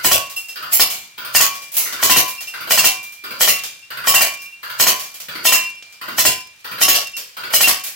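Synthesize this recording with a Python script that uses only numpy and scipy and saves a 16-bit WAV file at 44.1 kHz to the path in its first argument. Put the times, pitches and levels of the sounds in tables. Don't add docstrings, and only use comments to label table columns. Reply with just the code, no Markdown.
import sys
import numpy as np
from scipy import signal
from scipy.io import wavfile
from scipy.ndimage import uniform_filter1d

SR = 44100
rng = np.random.default_rng(int(sys.argv[2]) if len(sys.argv) > 2 else 0)


def store_wav(level_fs):
    pcm = np.round(np.clip(np.atleast_2d(level_fs), -1, 1) * 32767)
    wavfile.write(sys.argv[1], SR, pcm.T.astype(np.int16))


N = 350595
LEAD = SR // 2
AGE_S = np.arange(SR) / SR


def gain_of(db):
    return 10 ** (np.asarray(db) / 20)


def decay(t_s, t60_s):
    return np.exp(-np.log(1000) * t_s / t60_s)


def swell(rise_s):
    return 1 - np.exp(-AGE_S / rise_s)


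def read(points, hz):
    table_hz, value = np.transpose(points)
    return np.interp(np.log(hz + 1), np.log(table_hz + 1), value)


def high_pass(x, hz, order=1):
    return signal.sosfilt(signal.butter(order, hz, "high", fs=SR, output="sos"), x)


def smooth(x, time_s):
    keep = np.exp(-1 / (time_s * SR))
    return signal.lfilter([1 - keep], [1, -keep], x)


def empty_mix():
    return np.zeros((2, LEAD + N))


def add(mix, start_s, sound):
    part = mix[:, max(LEAD + round(start_s * SR), 0):][:, :sound.shape[1]]
    part += sound[:, :part.shape[1]]


# frequency in Hz, correlation from -1 to 1.
LIKENESS = [(40, 0.23), (130, 0.87), (300, 0.68), (700, 0.34), (1400, -0.16), (2800, 0.27), (5000, -0.021),
            (16000, -0.18)]
# frequency in Hz, left minus right in dB.
BALANCE_DB = [(50, 9), (170, -0.5), (400, -1), (2800, 0.8), (6000, -0.4), (10000, 0.2), (14000, -2)]


def noise(spectrum, t60=None, bright_db=0, ripple_db=0, size=SR):
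    hz = np.fft.rfftfreq(512, 1 / SR)
    t_s = np.arange(size // 128 + 5) * 128 / SR
    a, b, c, d = rng.standard_normal((4, len(hz), len(t_s)), dtype=np.float32)
    same = np.clip(read(LIKENESS, hz), -1, 1)[:, None]
    lean = gain_of(read(BALANCE_DB, hz) / 2)[:, None]
    shared, apart = a + 1j * b, c + 1j * d
    bins = np.array([shared * lean, (same * shared + np.sqrt(1 - same ** 2) * apart) / lean])
    ripple = ripple_db * uniform_filter1d(rng.standard_normal(len(hz)), 2) * np.sqrt(2)
    colour = gain_of(read(spectrum, hz) + ripple)
    colour /= np.sqrt(np.sum(colour ** 2))
    colour *= gain_of(bright_db * read([(5500, 0.45), (12000, 1.0)], hz))
    bins *= colour[:, None]
    if t60 is not None:
        bin_t60_s = read(t60, hz) * gain_of(0.56 * np.minimum(ripple, 2))
        bins *= decay(t_s, bin_t60_s[:, None])
    return np.sqrt(3) * signal.istft(bins, nperseg=512, noverlap=384)[1][:, :size]


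def ring(modes, rise_s, scatter_db, detune):
    out = np.zeros((2, SR))
    for hz, db, t60_s in modes:
        weight, drift, apart = rng.standard_normal(3)
        phase = 2 * np.pi * rng.random() + np.array([[0], [apart * (1.5 - read(LIKENESS, hz))]])
        t_s = AGE_S[AGE_S < 2 * t60_s]
        level = gain_of(db + scatter_db * weight) * decay(t_s, t60_s)
        out[:, :len(t_s)] += level * np.sin(2 * np.pi * hz * (1 + detune * drift) * t_s + phase)
    fade_out = np.minimum(4 * (1 - AGE_S), 1)
    return out * swell(rise_s) * fade_out


def clatter(depth_db, grain_s):
    knots_s = np.arange(0, 1 + grain_s, grain_s)
    return gain_of(depth_db * np.interp(AGE_S, knots_s, rng.standard_normal(len(knots_s))))


# frequency in Hz, relative density in dB per Hz.
HUSH_SPECTRUM = [(25, -14), (80, -3), (250, -13), (700, -6.5), (2800, 3), (6000, -2.5), (16000, -13)]


def hush(level_db):
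    return gain_of(level_db) * noise(HUSH_SPECTRUM, size=N)


# arrival of the first pellet in seconds, number of shots.
BURST_ROWS = [(0.048, 2), (0.727, 2), (1.348, 2), (2.026, 3), (2.7064, 3), (3.4079, 2), (4.073, 3),
              (4.7997, 2), (5.454, 2), (6.1826, 2), (6.8144, 3), (7.5371, 3)]
CYCLE_S = 0.068
FLIGHT_S = 0.1705
# frequency in Hz, relative density in dB per Hz.
REPORT_SPECTRUM = [(40, -31), (100, -26), (135, -6), (200, -8), (500, -2), (850, -7.5), (1100, 7.5),
                   (2000, 5), (2800, 1.5), (4800, 0), (6000, -19.5), (9000, -10.5), (11500, -9.5),
                   (14000, -2)]
# frequency in Hz, relative density in dB per Hz.
WHIRR_SPECTRUM = [(100, -47), (800, -10), (1050, -9), (1300, 4), (1460, 13), (1700, -21), (2600, -10),
                  (4800, -7), (6500, -13.5), (16000, -37)]
# frequency in Hz, nominal t60 in seconds.
ROOM_DECAY = [(100, 0.93), (700, 0.48), (2500, 0.51), (6000, 0.46), (16000, 0.29)]
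# frequency in Hz, relative level in dB, t60 in seconds.
GEARBOX_MODES = [(133, -20.5, 0.38), (493, -17, 0.17), (617, -12, .2), (1004, 0, 0.11), (1247, -8, 0.088),
                 (1345, -2, 0.17), (1393, -1, 0.13), (1470, 3, 0.24), (1540, -11, 0.096), (1770, -2, 0.14),
                 (2794, -0.5, 0.087), (4690, 2, 0.051)]


def gun(report_db, whirr_db, gears_db, run_s, coast_s, throb_hz, throb_depth):
    out, teeth = empty_mix(), empty_mix()
    coast = np.exp(-np.maximum(AGE_S - run_s, 0) / coast_s)
    throb = 1 + throb_depth * np.sin(2 * np.pi * throb_hz * AGE_S)
    running = swell(0.0042) * coast * throb
    for first_s, shots in BURST_ROWS:
        for k in range(round(shots)):
            shot_s = first_s - FLIGHT_S + k * CYCLE_S
            bright_db = 2 if k else 0
            report = noise(REPORT_SPECTRUM, ROOM_DECAY, bright_db, ripple_db=5.0) * swell(0.0017)
            hiss = noise(WHIRR_SPECTRUM, ripple_db=2) * running * clatter(depth_db=0.5, grain_s=0.0025)
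            add(out, shot_s, gain_of(report_db) * report + gain_of(whirr_db) * hiss)
            add(teeth, shot_s, running * rng.standard_normal((2, SR)))
    body = ring(GEARBOX_MODES, rise_s=0.00057, scatter_db=2, detune=0)
    body /= np.linalg.norm(body[0])
    gears = signal.oaconvolve(teeth, body, axes=1)[:, :LEAD + N]
    return out + gain_of(gears_db) * gears


def burst_ends():
    return [first_s + (round(shots) - 1) * CYCLE_S for first_s, shots in BURST_ROWS]


# start in seconds, force in dB,
# thud in dB, then the level in dB of each of the three long notes.
PLATE_HITS = [(0.0474, 0, 12.5, 1.5, -15, -20), (0.1148, 3.5, 8, 1.5, 3.5, -20),
              (0.7971, 3.5, 9, -13, -8.5, -16), (1.35, 3.5, -6, -3, -4, -6), (1.4055, 3, 5.5, -2, 5, -17),
              (2.029, 1.5, 8, 1, 2.5, -12), (2.0973, 3, 12, 9, 1, -12), (2.1635, 2.5, 15, 8, -1, -11),
              (2.7083, 2.5, -4, -6, -3, -4), (2.7764, 3, -4, 4, -10, -4.5), (2.8437, 3, 7, 0, -9, -9),
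              (3.4094, 1.5, -2, -26, -6, -15), (3.4767, 1, 2, -26, -8.5, -15.5),
              (4.0736, 2.5, -7, 0.5, 4.5, -1.5), (4.142, 3.5, -3, 4, 4, -13),
              (4.2092, 0.5, 0, -19, -10, -16), (4.7998, 2.5, 8, 0, -1, -16),
              (4.8685, 1.5, 6, 3.5, -0.5, -15), (5.4533, 1, -3, 5.5, -14, -7),
              (5.5228, 3, 4, 2.5, -12, -12.5), (6.1838, 0, 4, -2, -27, -17), (6.252, 3, 15, 5, -27, -16.5),
              (6.8152, 2, 0, -26, 4, -20), (6.8829, 1, 8, -20, -4, -19), (7.5378, 1.5, 1, -8, -15, -22),
              (7.6079, 2.5, 6, -13, -7, -23), (7.6745, 1, 4, -26, -8, -20)]
# start in seconds, level in dB, brightness in dB.
PAPER_GRAZES = [(0.728, -11, 18), (6.94, 0.5, -5.5)]


def arrivals():
    return [(s, force_db, 0) for s, force_db, *_ in PLATE_HITS] + list(PAPER_GRAZES)


# frequency in Hz, relative density in dB per Hz.
SPRAY_SPECTRUM = [(40, -35), (100, -9.5), (330, -15.5), (650, -3.5), (880, -7), (1500, -5.5), (1900, -3.5),
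                  (3000, 1.5), (3600, -1.5), (5200, 2), (7500, 1), (9200, -1), (12500, 4), (16000, 3.5)]


def flight(level_db, approach_s):
    out, t_s = empty_mix(), AGE_S[:SR // 10]
    for arrival_s, *_ in arrivals():
        hiss = noise(SPRAY_SPECTRUM, size=len(t_s)) * np.exp(-t_s[::-1] / approach_s)
        add(out, arrival_s - len(t_s) / SR, gain_of(level_db) * hiss)
    return out


# frequency in Hz, nominal t60 in seconds.
TRAP_DECAY = [(100, 0.22), (700, 0.21), (2000, 0.21), (6000, 0.17), (16000, 0.15)]
# start in seconds, relative level in dB, brightness in dB.
STRAY_ROWS = [(0.298, -33, -1.5), (0.362, -37, 9.5), (.485, -35, -0.5), (0.901, -21, -1.5),
              (1.554, -27.5, -9), (1.62, -32.5, -6), (1.718, -44, 13), (1.74, -33.5, 9), (1.768, -20, 11.5),
              (1.925, -23.5, -9), (2.28, -29.5, 4), (2.407, -28, -3.5), (2.472, -34, -3), (3.029, -38.5, 4),
              (3.122, -41.5, 2), (3.636, -21.5, -9), (4.417, -45.5, 8), (4.996, -26, -3), (5.036, -32, -4),
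              (5.142, -35, -1.5), (5.201, -29.5, -4.5), (5.825, -27, -32), (5.925, -34, -18),
              (7.167, -24.5, -4), (7.837, -29.5, 2.5), (7.865, -30.5, 1)]
SNAP_DB_PER_DB = -0.3


def strays(tick_db, room_db, snap_db):
    out = empty_mix()
    for start_s, db, bright_db in STRAY_ROWS:
        near = noise(SPRAY_SPECTRUM, TRAP_DECAY, bright_db, ripple_db=0.5)
        room = noise(SPRAY_SPECTRUM, ROOM_DECAY, bright_db, ripple_db=3.5)
        tick = (gain_of(tick_db) * near + gain_of(room_db) * room) * swell(0.012)
        tick += gain_of(snap_db + SNAP_DB_PER_DB * bright_db) * near * np.exp(-AGE_S / 0.006)
        add(out, start_s, gain_of(db) * high_pass(tick, 210))
    return out


# frequency in Hz, relative level in dB.
PANEL_LEVELS = [(1500, -9.5), (3000, -5), (5500, 1), (9000, -10.5)]
RATTLE_PER_S, RATTLE_DB, RATTLE_FADE_DB_PER_S, RATTLE_SCATTER_DB = 45, -12, 85, 3.5


def rattle():
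    bounces = rng.random(SR) < RATTLE_PER_S / SR
    scatter_db = RATTLE_SCATTER_DB * rng.standard_normal(SR)
    return bounces * gain_of(RATTLE_DB - RATTLE_FADE_DB_PER_S * AGE_S + scatter_db)


def panels(level_db, t60_s, tick_db, modes_per_group=20, groups=4):
    out, hits, rattles = np.zeros((2, N)), np.zeros(N), np.zeros(N)
    for start_s, db, _ in arrivals() + list(STRAY_ROWS):
        hits[round(start_s * SR)] = gain_of(db)
    for end_s in burst_ends():
        part = rattles[round(end_s * SR):][:SR]
        part += rattle()[:len(part)]
    low_hz, high_hz = PANEL_LEVELS[0][0], PANEL_LEVELS[-1][0]
    for _ in range(groups):
        mode_hz = low_hz * (high_hz / low_hz) ** rng.random(modes_per_group)
        modes = [(hz, read(PANEL_LEVELS, hz), t60_s) for hz in mode_hz]
        group = ring(modes, rise_s=0.0035, scatter_db=0, detune=0)
        blows = (hits + rattles) * rng.standard_normal(N)
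        out += gain_of(level_db) * signal.oaconvolve(blows[None], group, axes=1)[:, :N]
    tick = high_pass(noise(SPRAY_SPECTRUM, TRAP_DECAY, -9), 950) * np.exp(-AGE_S / 0.0094)
    return out + gain_of(tick_db) * signal.oaconvolve(rattles[None], tick, axes=1)[:, :N]


# frequency in Hz, relative level in dB, t60 in seconds.
PING_MODES = [(2746, 2, 0.14), (2741, -14, 0.44), (5140, -20.5, 0.33), (5135, -14, 0.15), (5290, -24, 0.18),
              (10640, -20, 0.19), (10730, -25, .17), (13000, -20, 0.18), (13130, -26, 0.16)]


def ping(overtone_db=0, top_db=0):
    colour = [(3000, 0), (5000, overtone_db), (5500, overtone_db), (10000, top_db)]
    modes = [(hz, db + read(colour, hz), t60_s) for hz, db, t60_s in PING_MODES]
    return ring(modes, rise_s=0.012, scatter_db=1.5, detune=0.0015)


# start in seconds, relative level in dB, overtones near 5 kHz in dB.
RIM_TOUCHES = [(0.134, -6.5, -7), (0.361, -16.5, 3), (0.439, -27, 4), (0.486, -22.5, 4), (0.804, -5.5, 9),
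               (1.358, -4, 10), (2.109, 3, -7), (2.236, -34, 0), (2.377, -25, 4), (2.474, -17.5, -2),
               (2.722, -9, 10), (2.785, 3, 0), (2.856, -4.5, -7), (3.491, -3.5, -6), (3.593, -31, 1),
               (3.82, -33, 0), (4.085, -8.5, 9), (4.154, 1.5, -7), (4.29, -25, 0), (4.387, -28.5, 6),
               (4.454, -35, 4), (4.522, -28, -14), (5.468, 0, 1), (5.533, 2.5, -3), (5.648, -19, -1),
               (5.766, -30, 2), (6.263, -4, 7.5), (6.392, -32, 12), (6.827, -4, 10.5), (6.902, -6, 0),
               (7.054, -25.5, 2), (7.132, -20, -2), (7.632, -1, -3)]
PING_TOP_DB, PING_TOP_DB_PER_DB = -11, -0.25


def rim(level_db):
    out = empty_mix()
    for start_s, db, overtone_db in RIM_TOUCHES:
        top_db = PING_TOP_DB + PING_TOP_DB_PER_DB * db
        add(out, start_s, gain_of(level_db + db) * ping(overtone_db, top_db))
    return out


# frequency in Hz, t60 in seconds.
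LONG_NOTES = [(1017, 0.29), (1116, 0.41), (2369.5, 1.29)]


def notes(level_db, rise_s, waver):
    out, t_s = np.zeros((2, N)), np.arange(N) / SR
    hit_samples = np.round(np.array([row[0] for row in PLATE_HITS]) * SR).astype(int)
    notes_db = np.array([row[3:] for row in PLATE_HITS]).T
    for (hz, t60_s), blow_db in zip(LONG_NOTES, notes_db):
        blows = np.bincount(hit_samples, gain_of(level_db + blow_db) ** 2, N)
        energy = signal.lfilter([1], [1, -decay(2 / SR, t60_s)], blows)
        size = np.sqrt(smooth(energy, rise_s))
        knots_s = np.arange(0, t_s[-1] + 1, 0.04)
        draws = rng.standard_normal((2, 2, len(knots_s)))
        echoes = np.array([np.interp(t_s, knots_s, a + 1j * b) for a, b in draws])
        direct = np.exp([[0], [0.9j]])
        out += size * ((direct + waver * echoes) * np.exp(2j * np.pi * hz * t_s)).real
    return out


# lowest frequency in Hz, relative level in dB, t60 in seconds.
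KNOCK_MODES = [(753, -22, 0.3), (880, 5, 0.0018), (1070, -2, 0.044), (1372, -1.5, 0.04), (1823, 1.5, 0.072),
               (2330, 0, 0.023), (3010, 3, 0.023), (5500, 14, 0.0021)]
WALL_ECHO_S, WALL_ECHO_GAIN = 0.001293, 0.47


def crack():
    t_s = AGE_S[:SR // 10]
    flex = np.zeros(len(t_s))
    for hz, db, t60_s in KNOCK_MODES:
        struck_hz = hz * rng.uniform(1.0, 1.05)
        flex += gain_of(db) * decay(t_s, t60_s) * np.sin(2 * np.pi * struck_hz * t_s)
    onset = flex * np.exp(-t_s / 0.0016)
    flex = flex + WALL_ECHO_GAIN * np.interp(t_s - WALL_ECHO_S, t_s, onset, left=0)
    return -flex * gain_of([[1], [-1.5]])


# frequency in Hz, relative density in dB per Hz.
THUD_SPECTRUM = [(25, -2), (65, 2), (150, -14), (300, 3), (700, -1), (3000, -55)]
# nominal frequency in Hz, relative level in dB, t60 in seconds.
PLATE_MODES = [(650, -5, 0.2), (741, -10, 0.33), (1817, -3.5, 0.18), (2000, -4, 0.24), (2810, -17, 0.26),
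               (3003, -1.5, 0.3), (3015, -4.5, 0.15), (4105, 2, 0.17), (4260, -13, 0.17), (4490, -7, 0.25),
               (4790, -7, .24), (5240, 3.5, 0.1), (5650, -4, .21), (6640, 2.5, 0.18), (6760, 0, 0.17),
               (7840, 5.5, 0.13), (8900, -1, 0.18)]


def pellets(spray_db, room_db, crack_db, thud_db, plate_db):
    out = empty_mix()
    for start_s, size_db, bright_db in arrivals():
        spray = noise(SPRAY_SPECTRUM, TRAP_DECAY, bright_db, ripple_db=3) * swell(0.02)
        spray *= clatter(depth_db=1.7, grain_s=0.003)
        room = noise(SPRAY_SPECTRUM, ROOM_DECAY, bright_db) * swell(0.0037)
        add(out, start_s, gain_of(size_db) * (gain_of(spray_db) * spray + gain_of(room_db) * room))
    for start_s, force_db, low_db, *_ in PLATE_HITS:
        thud = noise(THUD_SPECTRUM, TRAP_DECAY) * swell(0.0046)
        plate = ring(PLATE_MODES, rise_s=0.017, scatter_db=3, detune=0.00292)
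        add(out, start_s, gain_of(crack_db + force_db) * high_pass(crack(), 590))
        add(out, start_s, gain_of(thud_db + low_db) * thud)
        add(out, start_s, gain_of(plate_db) * plate)
    return out


def scene():
    mix = gun(report_db=-30.0, whirr_db=-39, gears_db=-37, run_s=0.067, coast_s=0.051,
              throb_hz=29.0, throb_depth=0.1)
    mix += flight(level_db=-15.5, approach_s=0.0063)
    mix += strays(tick_db=7.5, room_db=1.0, snap_db=2.5)
    mix += rim(level_db=2.5)
    mix += pellets(spray_db=4.5, room_db=-21, crack_db=-15, thud_db=-31.5, plate_db=-13.0)
    steel = panels(level_db=-38.5, t60_s=0.4, tick_db=-4.5)
    steel += notes(level_db=-20.0, rise_s=0.018, waver=0.43)
    return hush(level_db=-53) + mix[:, LEAD:] + steel


def record(dry, limit_db=-12, squeeze=0.53, recover_db_per_s=130, edge_hz=16060):
    power_db = 10 * np.log10(smooth((dry ** 2).mean(0), 0.00048) + 1e-12)
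    fall_db = np.arange(N) * recover_db_per_s / SR
    over_db = np.maximum.accumulate(np.maximum(power_db - limit_db, 0) + fall_db) - fall_db
    limited = high_pass(dry, 59, order=2) / gain_of(squeeze * over_db)
    clipped = np.clip(limited, -1, 1)
    low_pass = signal.firwin(511, edge_hz, window=("kaiser", 8), fs=SR)
    return signal.oaconvolve(clipped, low_pass[None], "same")


dry = scene()
out = record(dry)
store_wav(out)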